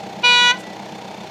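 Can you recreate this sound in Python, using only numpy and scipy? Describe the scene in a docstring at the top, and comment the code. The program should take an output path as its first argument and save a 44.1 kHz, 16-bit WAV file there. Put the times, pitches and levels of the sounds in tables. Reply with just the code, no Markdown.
"""A field edged by trees, one microphone. A small four-cylinder diesel tractor rolls by at idle and toots.
Its electric horn buzzes as the diaphragm strikes its pole, and the tone disc clangs along.
The wood's edge returns a short tail, the distant trees a faint echo. Underneath, the exhaust booms
unevenly and the engine drones, throbs and clatters with each firing. A brief dry rustle follows the toot."""
import sys
import numpy as np
from scipy import signal
from scipy.fft import rfft, irfft
from scipy.io import wavfile
from scipy.ndimage import uniform_filter1d

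SR = 44100
rng = np.random.default_rng(int(sys.argv[2]) if len(sys.argv) > 2 else 0)


def generate_wav(signal):
    """Clip the signal to [-1, 1] and save it as 16-bit WAV at the path in sys.argv[1]."""
    frames = np.transpose(np.atleast_2d(signal))
    scaled = np.clip(frames, -1, 1) * 32767
    pcm = np.round(scaled).astype(np.int16)
    wavfile.write(sys.argv[1], SR, pcm)


N = 57330

HORN_ON_S, HORN_OFF_S, HORN_HZ = .227, .5129, 487.75
FIRING_HZ, FIRST_FIRING_S = 31.55, .005

# Horn harmonics at the microphone, fundamental first; the balance shifts as the tractor moves.
# Columns: mid_toot_level_db, change_over_toot_db
HORN_HARMONICS = [(-31.5, -7), (-18, -1), (-19, 6), (-25.5, 11.5), (-17.5, -9.5), (-16.5, -6.5), (-24, 7.5),
                  (-20, -5.5), (-26.5, 1), (-32, -10), (-40.5, 4), (-30.5, -4), (-40, 4), (-33.5, -3.5),
                  (-49.5, 12)]


def horn(t):
    """The diaphragm strikes its pole once a cycle; it starts flat and goes sharp when the current stops."""
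    since_on, since_off = np.maximum(t - HORN_ON_S, 0), np.maximum(t - HORN_OFF_S, 0)
    bend = .044 * (1 - np.exp(-since_off / .012)) - .023 * np.exp(-since_on / .0096)
    cycles = np.cumsum(HORN_HZ * (1 + bend + .0002 * walk(150))) / SR
    progress = np.clip(since_on / (HORN_OFF_S - HORN_ON_S), 0, 1) - .5
    listed = len(HORN_HARMONICS)
    buzz = 0
    for k in range(1, 32):
        hz = k * HORN_HZ
        rolloff_db = -48 - 3.1 * (hz - listed * HORN_HZ) / 1000
        level_db, change_db = HORN_HARMONICS[k - 1] if k <= listed else (rolloff_db, 0)
        swell_db = 6 * np.exp(-((t - .35) / .058) ** 2 - ((hz - 4300) / 290) ** 2)  # upper mids, mid-toot
        shimmer_db = .35 * hz / 1000 * walk(5)
        gain = undb(level_db + change_db * progress + swell_db + shimmer_db)
        phase = rng.normal(0, .4) - .45 * k ** 2  # spreads each strike over the cycle
        buzz += gain * toot_envelope(t, hz) * np.sin(2 * np.pi * k * cycles + phase)
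    rasp = noise([(2200, .5), (5000, -7), (9000, -14.5), (15000, -30)])
    rasp *= pulses(cycles, sharp=1.3, floor=.3)
    return buzz + undb(-41) * rasp * toot_envelope(t, 2200)


def toot_envelope(t, hz):
    """Rise and decay of one horn partial: the treble starts later and dies sooner."""
    khz = hz / 1000
    attack_s, decay_s = .017, .021 / khz ** .81
    rise = np.clip((t - HORN_ON_S - .0013 * khz) / attack_s, 0, 1)
    return rise * np.exp(-np.maximum(t - HORN_OFF_S, 0) / decay_s)


# The horn's tone disc and its beats with the buzz. Columns: pitch_hz, level_db
DISC_PARTIALS = [(1321, -43.5), (2093, -40.5), (2296, -34), (2580, -58), (3068, -39.5), (3555, -32.5),
                 (3698, -40), (4043, -64)]


def tone_disc(t):
    """The disc clangs at its own steady pitches while the horn sounds."""
    return sum(undb(db) * toot_envelope(t, hz) * np.sin(2 * np.pi * (hz * t + rng.random()))
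               for hz, db in DISC_PARTIALS)


# Exhaust boom of each cylinder, in firing order. Column: level_db
CYLINDER_BOOMS = [-41, -30.5, -32, -39.5]


def exhaust(t):
    """Each firing swells the silencer's low resonance; two cylinders are stronger, so the idle lopes."""
    boom_hz, lag_s, width_s = 198, .012, .011
    booms = 0
    for firing, (size, late) in enumerate(rng.standard_normal((43, 2)), start=-1):
        from_peak = t - (FIRST_FIRING_S + firing / FIRING_HZ + lag_s + .00089 * late)
        gain = undb(CYLINDER_BOOMS[firing % 4] + 1.2 * size)
        booms += gain * np.exp(-(from_peak / width_s) ** 2) * np.cos(2 * np.pi * boom_hz * from_peak)
    return booms


# The engine's drone. Columns: firing_rate_multiple, level_db
DRONE_LINES = [(2, -66.5), (3, -57), (4, -52), (5, -53), (10, -48), (12, -54), (13, -56.5), (15, -51),
               (20, -48.5), (25, -41), (27, -54.5), (28, -52), (30, -59)]
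# Low body rumble, mid throb and bright clatter at the microphone. Columns: frequency_hz, relative_db
RUMBLE_SPECTRUM = [(50, -42), (78, -27), (130, -0.5), (220, -5), (270, -5), (330, -2.5), (420, -2),
                   (540, -5.5), (900, -21), (3000, -67)]
THROB_SPECTRUM = [(250, -42), (500, -12.5), (630, -1), (800, -1), (940, -2.5), (1080, -15), (1400, -30),
                  (4000, -44)]
CLATTER_SPECTRUM = [(680, -16), (1150, -3), (1230, -2.5), (1660, -1.5), (2290, -2.5), (2490, -1.5),
                    (3590, -5.5), (3870, -10), (4090, -3), (4960, -9), (5760, -10.5), (9050, -25),
                    (15000, -33.5)]


def engine(t):
    """The idling diesel drones, rumbles and clatters once a firing, and throbs three times a firing."""
    firings = (t - FIRST_FIRING_S) * FIRING_HZ + .003 * walk(1.56)
    drone = sum(undb(db + 2.7 * walk(2)) * np.sin(2 * np.pi * (multiple * firings + rng.random()))
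                for multiple, db in DRONE_LINES)
    rumble = noise(RUMBLE_SPECTRUM) * pulses(firings, sharp=4.3, floor=1)
    throb = noise(THROB_SPECTRUM) * pulses(3 * firings - .48, sharp=1.5, floor=.94)
    throb *= pulses(firings - .07, sharp=1, floor=.84)
    clatter = noise(CLATTER_SPECTRUM) * pulses(firings, sharp=.78, floor=1) * undb(.45 * walk(120))
    return drone + undb(-41) * rumble + undb(-38) * throb + undb(-42.5) * clatter


# Resonances of the engine's metal. Columns: pitch_hz, half_width_hz, level_db
METAL_RINGS = [(2246, 160, -53.5), (3567, 67, -51), (6540, 2000, -57.5)]


def knock(t):
    """The combustion knock rings the engine's metal once a firing."""
    rings = 0
    for hz, width, db in METAL_RINGS:
        band = [(hz / 4, -50), (hz - width, -15), (hz, 0), (hz + width, -15), (hz * 2, -50)]
        rings += undb(db) * noise(band)
    return rings * pulses((t - FIRST_FIRING_S) * FIRING_HZ, sharp=2.2, floor=.43)


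def near_trees(toot, t, delay_s=.01, t60_s=.22):
    """The wood's edge scatters the toot back to the microphone as a quickly fading tail."""
    tail = noise([(400, -30), (1500, 7), (3000, 7.5), (6000, 9), (9000, -5), (15000, -8)])
    tail *= undb(-60 * t / t60_s) * (t > delay_s)
    tail /= np.sqrt(np.sum(tail ** 2))
    return undb(-19.5) * signal.fftconvolve(toot, tail)[:N]


def far_echo(t, pitch_hz=1970, delay_s=.22, smear_s=.06):
    """From trees some 40 m off, only the toot's partial near 2 kHz carries back, faint and smeared."""
    envelope = uniform_filter1d(toot_envelope(t - delay_s, pitch_hz), int(smear_s * SR))
    return undb(-41.5 + .85 * walk(12)) * envelope * np.sin(2 * np.pi * pitch_hz * t)


def rustle(t, peak_s=.603, width_s=.018):
    """A short high hiss, perhaps dry grass under a tyre."""
    hiss = noise([(4000, -16), (7500, 6), (10000, -2), (12500, -9), (15000, -15)])
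    return undb(-47) * hiss * np.exp(-((t - peak_s) / width_s) ** 2)


def undb(db):
    """Decibels to gain."""
    return 10 ** (np.asarray(db) / 20)


def unit(x):
    """Scale to rms 1."""
    return x / np.sqrt(np.mean(x ** 2))


def walk(rate_hz):
    """Smooth random drift with a spread near 1."""
    f = np.arange(N + 1) * SR / (2 * N)
    return unit(irfft(rfft(rng.standard_normal(2 * N)) / (1 + (f / rate_hz) ** 4)))[:N]


def noise(points):
    """Noise of rms 1 shaped by (frequency_hz, relative_db) points, falling away below the first."""
    hz, db = np.array(points, float).T
    f = np.maximum(np.arange(N // 2 + 1) * SR / N, 1)
    gain = undb(np.interp(np.log(f), np.log(hz), db)) * np.minimum(f / hz[0], 1) ** 2
    return unit(irfft(rfft(rng.standard_normal(N)) * gain, N))


def pulses(cycles, sharp, floor):
    """One swell a cycle over a steady floor, at rms 1."""
    return unit(floor + np.exp(sharp * (np.cos(2 * np.pi * cycles) - 1)))


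def scene():
    """The field in mono: the toot and its reflections over the idling tractor."""
    t = np.arange(N) / SR
    toot = horn(t) + tone_disc(t)
    reflections = near_trees(toot, t) + far_echo(t)
    idle = exhaust(t) + engine(t) + knock(t)
    return (toot + reflections + idle + rustle(t))[None]


def record(dry, top_hz=15300):
    """The recorder cuts the highest treble."""
    return signal.sosfilt(signal.ellip(10, .1, 80, top_hz, fs=SR, output="sos"), dry)


dry = scene()
out = record(dry)
generate_wav(out)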